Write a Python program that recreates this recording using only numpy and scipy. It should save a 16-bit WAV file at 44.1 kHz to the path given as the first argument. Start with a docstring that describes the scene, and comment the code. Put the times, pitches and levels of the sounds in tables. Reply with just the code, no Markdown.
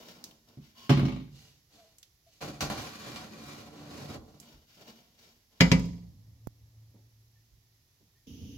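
"""A small kitchen with a countertop oven, and in the last moment the open air.
The glass door swings down on rubbing hinges and rattles on its stop; a loaded metal pan is set on the
wire rack and pushed in; the door slams shut with one rebound and the casing hums afterwards.
Knocks set off the ringing notes of sheet metal, rubs are streams of tiny slips that keep metal ringing,
and the hum is two close notes over low noise; soft thuds, ticks and far tones fill in."""
import sys
import numpy as np
from scipy import signal
from scipy.fft import rfft, irfft, next_fast_len
from scipy.io import wavfile
from scipy.ndimage import uniform_filter1d

SR = 44100
rng = np.random.default_rng(int(sys.argv[2]) if len(sys.argv) > 2 else 0)


def to_wav(s):
    """Save 16-bit WAV."""
    ch = np.atleast_2d(s).T  # columns
    pcm = np.round(np.clip(ch, -1, 1) * 32767)  # PCM
    wavfile.write(sys.argv[1], SR, pcm.astype(np.int16))


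N = 378106  # length in samples

# Door meeting the frame: (time [s], strength [dB], hardness = treble against bass [dB])
SLAM_HITS = [(5.603, -32, -3.5), (5.6067, -10, -2), (5.6245, -19, -19), (5.716, -10.5, -7.5)]
# Notes of the shut door, glass pane and casing: (pitch [Hz], relative level [dB], time to fall 60 dB [s])
SHUT_DOOR_MODES = [(57, -21, .9), (85, -22, .6), (143, -3, .15), (172, 0, .16), (200, -16, .55),
                   (255, -7, .2), (430, -19, .18), (600, -15, .08), (530, -14, .2), (754, -21, .18),
                   (884, -20, .16), (960, -18, .2), (1228, -24, .25), (1624, -25, .22), (1954, -12, .17),
                   (2009, -11, .16), (2072, -16, .15), (2200, -9, .15), (2309, -8, .14), (2408, -13, .12),
                   (2866, -20, .2), (3031, -23, .18), (3187, -20, .18), (4134, -20, .13), (4703, -18, .15),
                   (4996, -11, .08), (5139, -18, .13), (6670, -18, .09)]
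# Spectrum of the shut door's weak notes: (frequency [Hz], relative level per Hz [dB])
SHUT_DOOR_COLOUR = [(100, -28), (170, -19), (793, -33.5), (978, -30), (1140, -37), (1730, -34), (1980, -22),
                    (2680, -27.5), (3120, -31), (4200, -33), (5020, -30.5), (5730, -38.5), (6550, -32.5),
                    (8070, -44.5), (11800, -50.5), (16000, -60.5)]
# Left against right for the shut door: (frequency [Hz], left minus right [dB])
SHUT_DOOR_BALANCE = [(60, 4.5), (110, -1.5), (200, -1), (380, -1), (700, -0.5), (1290, 1.0), (2380, 4),
                     (4400, 1), (8120, -2.5), (15000, 4)]


def door_slamming():
    """The spring pulls the glass against the frame; it rebounds once and shivers to rest."""
    weak_t60s = [(200, 0.15), (1000, 0.31), (2500, 0.087), (6000, .13), (12000, 0.1)]  # (Hz, s)
    door = body(SHUT_DOOR_MODES, SHUT_DOOR_COLOUR, SHUT_DOOR_BALANCE, weak_t60s,
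                dense_db=-3, crack=1.1, crack_s=.005)
    shiver = bounces(start_s=5.7948, gap_s=.046, first_db=-27, loss_db=4.5, hard_db=-22, count=6)
    return knocks(SLAM_HITS + shiver, door, split_hz=280, chatter=0.65)


# Door landing on its stop: (time [s], strength [dB], hardness = treble against bass [dB])
STOP_HITS = [(0.572, -37, -26), (0.894, -20, 2.5), (0.901, -12.5, -4), (0.915, -26, -23), (0.972, -20, -5),
             (0.993, -20.5, -5), (1.030, -15.5, -22), (1.052, -27, -.5)]
# Notes of the open door on its hinges: (pitch [Hz], relative level [dB], time to fall 60 dB [s])
OPEN_DOOR_MODES = [(56, -27, .7), (74, -22, .5), (126, -11, .2), (141, 0, .2), (184, -7, .17),
                   (214, -4, .17), (286, -13, .14), (312, -13, .14), (390, -13, .16), (556, -17, .2),
                   (738, -24, .22), (838, -23, .2), (1014, -21, .26), (1108, -21, .24), (1222, -24, .22),
                   (1860, -32, .22), (2210, -25, .18), (2640, -26, .18), (2860, -26, .18)]
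# Spectrum of the open door's weak notes: (frequency [Hz], relative level per Hz [dB])
OPEN_DOOR_COLOUR = [(150, -20), (250, -1.5), (393, -9.5), (476, -22.5), (557, -12), (640, -16.5),
                    (1200, -17.5), (1720, -26), (2300, -22.5), (2910, -25), (12100, -45), (16000, -46)]
# Left against right for the open door and its hinges: (frequency [Hz], left minus right [dB])
OPEN_DOOR_BALANCE = [(60, -0.3), (180, -1.2), (550, -1.7), (1650, 1.5), (4970, 1.8), (15000, 1.5)]


def door_landing():
    """The opened door bounces on its stop and rattles to rest, each contact ringing its metal."""
    weak_t60s = [(200, .18), (1000, 0.17), (4000, 0.37), (12000, .12)]  # (Hz, s)
    door = body(OPEN_DOOR_MODES, OPEN_DOOR_COLOUR, OPEN_DOOR_BALANCE, weak_t60s,
                dense_db=-6, crack=0.35, crack_s=.004)
    rattle = bounces(start_s=1.083, gap_s=.039, first_db=-25, loss_db=5, hard_db=-5.5, count=6)
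    return knocks(STOP_HITS + rattle, door, split_hz=248, chatter=.8)


# Notes of the hinge arm and spring: (pitch [Hz], relative level [dB], time to fall 60 dB [s])
HINGE_MODES = [(220, -8, 0.35), (676, -16, 0.27), (1015, -15, 0.33), (1074, -16, 0.38), (2880, -20, 0.09),
               (3250, -25, 0.11), (4530, -24, .15)]
# Spectrum of the hinge's weak notes: (frequency [Hz], relative level per Hz [dB])
HINGE_COLOUR = [(59, -44.5), (100, -14.5), (202, -0.5), (398, -11), (818, -10), (950, -13.5), (1550, -16),
                (1720, -20), (4570, -14), (8830, -25.5), (16000, -26)]
# Short rubs, first opening, then closing: (start [s], length [s], rumble level [dB], hiss level [dB])
HINGE_RUBS = [(-.03, 0.041, -52, -54.5), (.05, 0.03, -54, -51.5), (.14, 0.14, -59, -63),
              (.46, .04, -63, -66), (.6, .08, -73, -63), (.745, .13, -64, -56), (4.39, .14, -61, -61),
              (4.67, 0.093, -73, -62), (4.95, .2, -75, -71), (4.76, .06, -57, -58),
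              (4.84, .045, -54, -53.5), (5.165, .11, -66, -61), (5.5, .09, -70, -68)]
# The arm rings near full stretch: (start [s], length [s], low ring level [dB], high ring level [dB])
HINGE_CREAK = [(.745, .135, -63, -57)]
HINGE_ATTACK_S, HINGE_FADE_DB_PER_S = .035, 110


def hinges():
    """The hinges bind in short rubs as the door opens and closes; the arm creaks near full stretch."""
    strong, crowd = body(HINGE_MODES, HINGE_COLOUR, OPEN_DOOR_BALANCE, [(200, 0.34), (8000, 0.12)],
                         dense_db=5, crack=0, crack_s=.004)
    rub_drive = strokes(HINGE_RUBS, HINGE_ATTACK_S, HINGE_FADE_DB_PER_S)
    rubs = rubbing(rub_drive, [(strong, crowd)], slips_per_s=1700, spread_db=5.0,
                   lowest_hz=90, split_hz=1700)
    creak_drive = strokes(HINGE_CREAK, HINGE_ATTACK_S, HINGE_FADE_DB_PER_S)
    clear_arm = (strong, from_db(-22) * crowd)  # mostly the strong notes
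    creak = rubbing(creak_drive, [clear_arm], slips_per_s=900, spread_db=3.0,
                    lowest_hz=1400, split_hz=1700)
    return rubs + creak


# The long push into the oven: (time [s], pressure as rumble level [dB], speed as hiss level [dB])
PAN_PUSH = [(2.85, -50.5, -50.5), (3.008, -54, -49), (3.094, -45.5, -46), (3.188, -49, -47.5),
            (3.314, -50.5, -55), (3.524, -50, -48.5), (3.732, -51.5, -60), (3.796, -50, -55),
            (4.145, -44, -49.5)]
RUMBLE_FADE_DB_PER_S, HISS_FADE_DB_PER_S = 124, 400  # once the pan stops
SCRAPE_ATTACK_S, SCRAPE_FADE_DB_PER_S = .014, 212


def long_push():
    """Rumble and hiss gains of the push; when the pan stops, hiss fades faster than rumble."""
    s, rumble_db, hiss_db = np.transpose(PAN_PUSH)
    start = s[0] - SCRAPE_ATTACK_S
    t = np.arange(N) / SR
    gains = []
    for db, fade in [(rumble_db, RUMBLE_FADE_DB_PER_S), (hiss_db, HISS_FADE_DB_PER_S)]:
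        shape = envelope(start, s[-1] - start, SCRAPE_ATTACK_S, fade)
        gains.append(from_db(np.interp(t, s, db)) * shape)
    return np.array(gains)


# Pan knocking on the rack: (time [s], strength [dB], hardness = treble against bass [dB])
PAN_HITS = [(2.4127, -46.5, -0.5), (2.424, -33, -17), (2.478, -38.5, -21), (2.6067, -40.5, 13.5),
            (2.628, -31.5, -14), (2.6995, -31.5, -2.5), (2.722, -47.5, 8.5), (3.1595, -51, 12),
            (3.9108, -60, 7), (4.1418, -57, 4), (4.279, -50, -25), (4.34, -52, -33)]
# Notes of the loaded pan on the wire rack: (pitch [Hz], relative level [dB], time to fall 60 dB [s])
PAN_MODES = [(68, -22, 0.12), (145.2, -6, 0.4), (210.7, -3, 0.16), (293.4, -11, 0.47), (565, -18.5, 0.24),
             (715, -11.5, 0.15), (802, -14, 0.22), (1140, -15.5, 0.31), (1400, -19, 0.32),
             (1750, -24, 0.18), (1960, -29, 0.19), (2360, -14.5, 0.19), (2840, -19.5, 0.24),
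             (4360, -15.5, 0.17), (6200, -18, 0.18)]
# Spectrum of the pan's weak notes: (frequency [Hz], relative level per Hz [dB])
PAN_COLOUR = [(29, -54.5), (50, -8), (145, -0.5), (291, -5), (398, -10), (586, -6), (646, -12), (746, -7.5),
              (905, -19), (997, -13), (2160, -19.5), (4670, -18), (8540, -25), (12600, -29), (16000, -34)]
# Left against right for the pan: (frequency [Hz], left minus right [dB])
PAN_BALANCE = [(60, -7), (150, 1), (380, -4), (950, -1.5), (2380, 3.5), (5980, -3.5), (15000, -0.5)]
# Scrapes as the pan settles, before the mix: (start [s], length [s], rumble level [dB], hiss level [dB])
PAN_SCRAPES = [(2.404, .045, -44, -44), (2.47, 0.028, -46.5, -48.5), (2.53, 0.075, -53, -57),
               (2.604, 0.02, -38, -35.5), (2.70, .06, -46, -45), (2.765, .05, -43.5, -42.5)]
# Fingers sliding on the rim, before the mix: (start [s], length [s], rumble level [dB], hiss level [dB])
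GRIPS = [(1.30, .15, -67, -58), (1.69, 0.11, -63.5, -60), (2.24, .16, -77, -66), (4.22, .14, -72, -67)]
GRIP_ATTACK_S, GRIP_FADE_DB_PER_S = 0.06, 85
CATCH_DB, CATCH_HZ = .9, 18  # the pan catches and frees itself: typical depth, fastest change


def pan_on_rack():
    """A hand shifts its grip on the pan, which knocks on the wires and scrapes along three of them."""
    weak_t60s = [(150, 0.29), (1000, 0.33), (5000, .28), (12000, 0.15)]  # (Hz, s)
    spots = [body(PAN_MODES, PAN_COLOUR, PAN_BALANCE, weak_t60s, dense_db=0, crack=0.82, crack_s=0.0033)
             for wire in range(3)]
    grip_drive = strokes(GRIPS, GRIP_ATTACK_S, GRIP_FADE_DB_PER_S)
    hand = rubbing(grip_drive, spots[:1], slips_per_s=2100, spread_db=4.0, lowest_hz=219, split_hz=2800)
    sliding = strokes(PAN_SCRAPES, SCRAPE_ATTACK_S, SCRAPE_FADE_DB_PER_S) + long_push()
    catching = from_db(CATCH_DB * rms_one(cut(rng.standard_normal(N), CATCH_HZ, "low")))
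    scrape = rubbing(catching * sliding, spots, slips_per_s=700, spread_db=3.5,
                     lowest_hz=35, split_hz=916, wander_db=5.5)
    landing = knocks(PAN_HITS, spots[0], split_hz=970, chatter=0.97)
    return landing + from_db(0.8) * scrape + from_db(-1.5) * hand


# Light metal ticks: (time [s], strength [dB], centre pitch [Hz], left minus right [dB])
TICKS = [(0.24, -36, 5600, -0.5), (0.3105, -55, 3200, 9), (0.4873, -59, 4550, 10), (1.9839, -49, 7520, 1.5),
         (2.0288, -49, 5450, -0.5), (2.03, -52.5, 3420, -1), (4.1418, -53, 5600, -3),
         (4.4, -43.5, 7440, -4.5), (5.7948, -45, 6640, 2.5), (5.8546, -50, 5000, 2)]


def ticks():
    """Small metal contacts: short noise bursts, each strongest around its own pitch."""
    out, t = np.zeros((2, N)), np.arange(SR // 4) / SR
    fade = np.exp(-t / 0.0032) + 0.3 * np.exp(-t / 0.024)
    for s, db, hz, side_db in TICKS:
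        colour = [(hz / 10, -30), (hz / 2, -15), (hz, 0), (hz * 2, -14)]
        add(out, s, from_db(db) * panned(side_db) * noise(colour, size=len(t)) * fade)
    return out


# Dull knocks and puffs: (time [s], level before shaping [dB], centre pitch [Hz])
THUDS = [(2.619, -39, 65), (4.17, -43.5, 60.3), (4.531, -52.5, 60), (6.94, -57, 241), (7.521, -57, 50),
         (8.0, -60.5, 142.1), (8.414, -40.5, 89)]


def thuds():
    """Soft, dull knocks: low noise that swells and fades."""
    out, t = np.zeros((2, N)), np.arange(SR // 2) / SR
    shape = (1 - np.exp(-t / 0.0039)) * np.exp(-t / 0.048)
    for s, db, hz in THUDS:
        colour = [(hz / 4, -8), (hz, 0), (hz * 3.1, -15), (hz * 10, -42), (hz * 40, -75)]
        add(out, s, from_db(db) * noise(colour, size=len(t)) * shape)
    return out


BUMP_S, BUMP_DB = 6.4718, -31.5  # time, strength before filtering and panning


def bump():
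    """A touch on the microphone's housing: a faint tick and one heavily damped low swing."""
    out, t = np.zeros((2, N)), np.arange(SR // 8) / SR
    swing = np.cos(2 * np.pi * 110 * t) * np.exp(-t / 0.0021)
    tick = 0.13 * cut(rng.standard_normal((2, len(t))) * np.exp(-t / .003), 6800, "high")
    add(out, BUMP_S, from_db(BUMP_DB) * panned(-25) * (cut(swing, 1040, "low") + tick))
    return out


# Spectrum of the casing's dull rumble: (frequency [Hz], relative level per Hz [dB])
RUMBLE_COLOUR = [(18, -49), (30, -20.5), (81, -2), (113, -5), (177, -19.5), (295, -20), (407, -35.5),
                 (475, -30), (1200, -41), (1560, -74), (2640, -120)]
HUM_START_S, HUM_HOLD_S, HUM_FADE_DB_PER_S = 5.716, 1.1, 18
HUM_HZ, BEAT_HZ = 111.7, 5.41
HUM_DB, SECOND_NOTE_DB, RUMBLE_DB = -57, -8.5, -63  # the second note is relative to the first
BOOM_DB, BOOM_FADE_DB_PER_S = -40, 55  # the first, quickly dying part of the rumble


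def casing():
    """The shut oven rings on two close low notes that beat, over a dull rumble."""
    t = np.arange(N) / SR - HUM_START_S
    first_note = np.sin(2 * np.pi * HUM_HZ * t)
    second_note = from_db(SECOND_NOTE_DB) * np.sin(2 * np.pi * (HUM_HZ - BEAT_HZ) * t)
    ringing = envelope(HUM_START_S, HUM_HOLD_S, .03, HUM_FADE_DB_PER_S)
    boom = from_db(BOOM_DB) * envelope(HUM_START_S, 0, .03, BOOM_FADE_DB_PER_S)
    hum = from_db(HUM_DB) * ringing * np.sqrt(2) * (first_note + second_note)
    return hum + (boom + from_db(RUMBLE_DB) * ringing) * noise(RUMBLE_COLOUR)


# Faint far tones: (start [s], length of the swell [s], pitch [Hz], peak level [dB])
FAR_TONES = [(1.77, 0.071, 660, -58.5), (2.264, 0.02, 668, -60.5), (7.355, 0.025, 1800, -72.5),
             (8.15, 0.036, 1830, -75.5)]


def far_tones():
    """Soft sine tones from far away, slightly unsteady in pitch, that swell and fade."""
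    out, t = np.zeros((2, N)), np.arange(SR // 2) / SR
    for s, length, hz, db in FAR_TONES:
        rise = 2 * t / length  # the peak comes at half the length
        waver = rms_one(cut(rng.standard_normal(len(t)), 40, "low"))
        tone = np.sin(2 * np.pi * np.cumsum(hz * (1 + 0.022 * waver)) / SR)
        add(out, s, from_db(db) * rise * np.exp(1 - rise) * tone)
    return out


# Spectrum of the kitchen's echo: (frequency [Hz], relative level per Hz [dB])
KITCHEN_COLOUR = [(60, -1), (300, 0), (1300, 0.5), (2200, -10), (3300, -5.5), (7000, -3), (15000, -2)]
# How long the echo lasts: (frequency [Hz], time to fall 60 dB [s])
KITCHEN_T60 = [(60, .9), (200, 0.74), (1000, 0.22), (5000, 0.7), (14000, 0.47)]


def kitchen(x):
    """Diffuse echo of hard walls, arriving a little late: the sound is smeared by dying noise."""
    tail = dying(noise(KITCHEN_COLOUR, size=SR), KITCHEN_T60)
    tail = tail * np.clip((np.arange(SR) / SR - .008) / .02, 0, 1)
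    return convolve(x, tail / np.sqrt(np.sum(tail ** 2) / 2))


# Spectrum of the quiet kitchen: (frequency [Hz], relative level per Hz [dB])
QUIET_COLOUR = [(15, -35), (25, -7), (108, -5.5), (157, -10.5), (175, -19.5), (394, -20.5), (545, -28),
                (677, -26.5), (1560, -29.5), (1840, -25), (2550, -27.5), (5730, -21), (9070, -32),
                (11300, -23.5), (16000, -31)]


def quiet_kitchen():
    """The kitchen's faint, steady background noise."""
    return from_db(-68) * noise(QUIET_COLOUR)


# Spectrum of the open air: (frequency [Hz], relative level per Hz [dB])
OUTDOORS_COLOUR = [(30, -12.5), (60, -3), (90, 2), (160, -7.5), (280, 0), (360, -22.5), (450, -14.5),
                   (560, -31.5), (1400, -42.5), (2200, -36.5), (2950, -21.5), (4200, -33.5), (6200, -23),
                   (8000, -48.5), (11000, -34.5), (15500, -39.5)]
OUTDOORS_S, OUTDOORS_DB = 8.268, -47  # time the open air takes over, level


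def open_air():
    """Steady noise of the open air."""
    return from_db(OUTDOORS_DB) * noise(OUTDOORS_COLOUR)


def body(modes, colour, balance, t60s, dense_db, crack, crack_s):
    """Ring of metal: a few strong notes, and a dense crowd of weak ones with a crack at the front."""
    t, strong = np.arange(SR * 2 // 3) / SR, 0
    for hz, db, t60 in modes:
        # notes whose pitch is less alike on the two sides reach them out of step
        apart = np.arccos(np.clip(at_hz(LIKENESS, hz), -1, 1)) / 2 * rng.choice([-1, 1])
        wave = np.sin(2 * np.pi * hz * t + apart * np.array([[1], [-1]]))
        wave = wave * (1 - np.exp(-2 * hz * t)) * np.exp(-np.log(1000) * t / t60)
        strong = strong + from_db(db) * panned(at_hz(balance, hz)) * wave
    crowd = from_db(dense_db) * dying(noise(colour, balance, size=len(t)), t60s)
    return strong, crowd * (1 + crack * np.exp(-t / crack_s))


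def knocks(hits, struck, split_hz, chatter):
    """Each contact is a bass push and a treble tap; random grit stirs the weak notes anew each time."""
    strong, crowd = struck
    push, tap, grit = np.zeros((3, N))
    t = np.arange(SR // 100) / SR
    for s, db, hard_db in hits:
        burst = rng.standard_normal(len(t)) * np.exp(-t / .002)
        add(push, s, from_db([db]))
        add(tap, s, from_db([db + hard_db]))
        add(grit, s, from_db(db + hard_db) * chatter * burst / np.linalg.norm(burst))
    force = cut(push, split_hz, "low") - cut(tap, split_hz, "high")
    gritty_force = force + cut(grit, split_hz, "high")
    return convolve(force, strong) + convolve(gritty_force, crowd) / np.hypot(1, chatter)


def bounces(start_s, gap_s, first_db, loss_db, hard_db, count):
    """A run of evenly spaced contacts, each weaker than the one before."""
    return [(start_s + k * gap_s, first_db - k * loss_db, hard_db) for k in range(count)]


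def rubbing(drive, spots, slips_per_s, spread_db, lowest_hz, split_hz, wander_db=7.0):
    """Tiny slips keep a body ringing as the load wanders; pressure feeds the rumble, speed the hiss."""
    rumble, hiss = drive
    ringing = 0
    for strong, crowd in spots:
        wander = np.interp(np.arange(N) * 9 / SR, np.arange(100), rng.standard_normal(100))
        load = from_db(wander_db * wander)
        at, slips = np.flatnonzero(rng.random(N) < slips_per_s / SR), np.zeros(N)
        sizes, signs = rng.exponential(1, N)[at], rng.choice([-1, 1], N)[at]
        slips[at] = signs * from_db(spread_db * np.minimum(sizes, 4))
        ringing = ringing + convolve(load * slips, strong + crowd)
    ringing = cut(ringing, lowest_hz, "high")
    # the total load stays even
    power = uniform_filter1d(np.mean(ringing ** 2, axis=0), size=SR // 12)
    ringing = ringing / np.sqrt(power + 1e-9)
    low = rms_one(cut(ringing, split_hz, "low", order=3))
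    high = rms_one(cut(ringing, split_hz, "high", order=3))
    return rumble * low + hiss * high


def strokes(rows, attack_s, fade_db_per_s):
    """Rumble and hiss gains of a series of rubs that share one shape."""
    power = 0
    for s, length, rumble_db, hiss_db in rows:
        shape = envelope(s, length, attack_s, fade_db_per_s)
        power = power + (from_db([[rumble_db], [hiss_db]]) * shape) ** 2
    return np.sqrt(power)


def envelope(start_s, length_s, attack_s, fade_db_per_s):
    """Rise, hold to the end of the length, then fade evenly in dB."""
    t = np.arange(N) / SR - start_s
    fade_db = np.minimum(fade_db_per_s * np.maximum(t - length_s, 0), 200)
    return np.clip(t / attack_s, 0, 1) * from_db(-fade_db)


# How alike the two channels are: (frequency [Hz], left-right correlation [-1 to 1])
LIKENESS = [(50, 0.91), (140, 1), (300, 0.86), (650, .7), (1300, 0.062), (2200, 0.017), (7000, .08),
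            (15000, 0)]
# Usual left against right: (frequency [Hz], left minus right [dB])
CENTRED = [(100, -1.5), (10000, -3)]


def noise(colour, balance=CENTRED, size=N):
    """Stereo noise of a given spectrum, most alike in both channels in the bass; rms 1."""
    padded = next_fast_len(size)
    hz = np.arange(padded // 2 + 1) * SR / padded
    mid, side = rfft(rng.standard_normal((2, padded)))
    alike = np.clip(at_hz(LIKENESS, hz), -1, 1)
    both = np.sqrt(1 + alike) * mid + np.sqrt(1 - alike) * side * [[1], [-1]]
    shaped = both * from_db(at_hz(colour, hz)) * panned(at_hz(balance, hz))
    return rms_one(irfft(shaped, padded)[:, :size])


def dying(source, t60s):
    """Let every octave of a noise swell for about half a cycle and die at its own rate."""
    size = source.shape[1]
    t, spectrum = np.arange(size) / SR, rfft(source)
    octave = np.clip(np.log2(np.arange(size // 2 + 1) * SR / size + 1), 6, 14)
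    out = 0
    for k in range(6, 15):  # octaves centred on 2 ** k Hz
        band = irfft(spectrum * np.maximum(1 - abs(octave - k), 0), size)
        decay = np.exp(-np.log(1000) * t / at_hz(t60s, 2 ** k))
        out = out + band * decay * (1 - np.exp(-2 * 2 ** k * t))
    return out


def from_db(db):
    """Decibels to gain."""
    return 10 ** (np.asarray(db) / 20)


def rms_one(x):
    """Scale to unit power."""
    return x / np.sqrt(np.mean(x ** 2) + 1e-20)


def at_hz(points, hz):
    """Read a table along log frequency."""
    knots, values = np.transpose(points)
    return np.interp(np.log(np.maximum(hz, 1)), np.log(knots), values)


def cut(x, hz, kind, order=2):
    """Keep the lows or the highs with a Butterworth filter."""
    sos = signal.butter(order, np.clip(hz, 10, .45 * SR), kind, fs=SR, output="sos")
    return signal.sosfilt(sos, x + 1e-18)


def convolve(x, response):
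    """Play a signal through a stereo response."""
    return signal.oaconvolve(np.atleast_2d(x), response, axes=1)[:, :N]


def add(out, s, sound):
    """Mix a sound in at a time."""
    start = max(round(s * SR), 0)
    out[..., start:start + sound.shape[-1]] += sound[..., :N - start]


def panned(left_right_db):
    """Gains of the two channels."""
    return from_db(np.array([[.5], [-.5]]) * left_right_db)


def scene():
    """Oven and pan in the kitchen, then the open air; the thuds lie over both."""
    door = door_slamming() + door_landing() + hinges()
    near = door + pan_on_rack() + ticks()
    echo = from_db(-16) * kitchen(near)
    indoors = near + echo + bump() + casing() + far_tones() + quiet_kitchen()
    outside = np.clip((np.arange(N) / SR - OUTDOORS_S) / 0.0034, 0, 1)
    return (1 - outside) * indoors + outside * open_air() + thuds()


def record(dry, dip_hz=8900, dip_q=3.2, dip_depth=.65, bass_cut_hz=36, top_cut_hz=15900):
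    """The microphone loses deep bass and some upper treble; peaks are rounded and the top is cut."""
    notched = signal.lfilter(*signal.iirnotch(dip_hz, dip_q, fs=SR), dry)
    dipped = dry + dip_depth * (notched - dry)
    rounded = np.tanh(cut(dipped, bass_cut_hz, "high", order=3))
    top_cut = signal.ellip(10, .2, 80, top_cut_hz, fs=SR, output="sos")
    return signal.sosfilt(top_cut, rounded)


dry = scene()
out = record(dry)
to_wav(out)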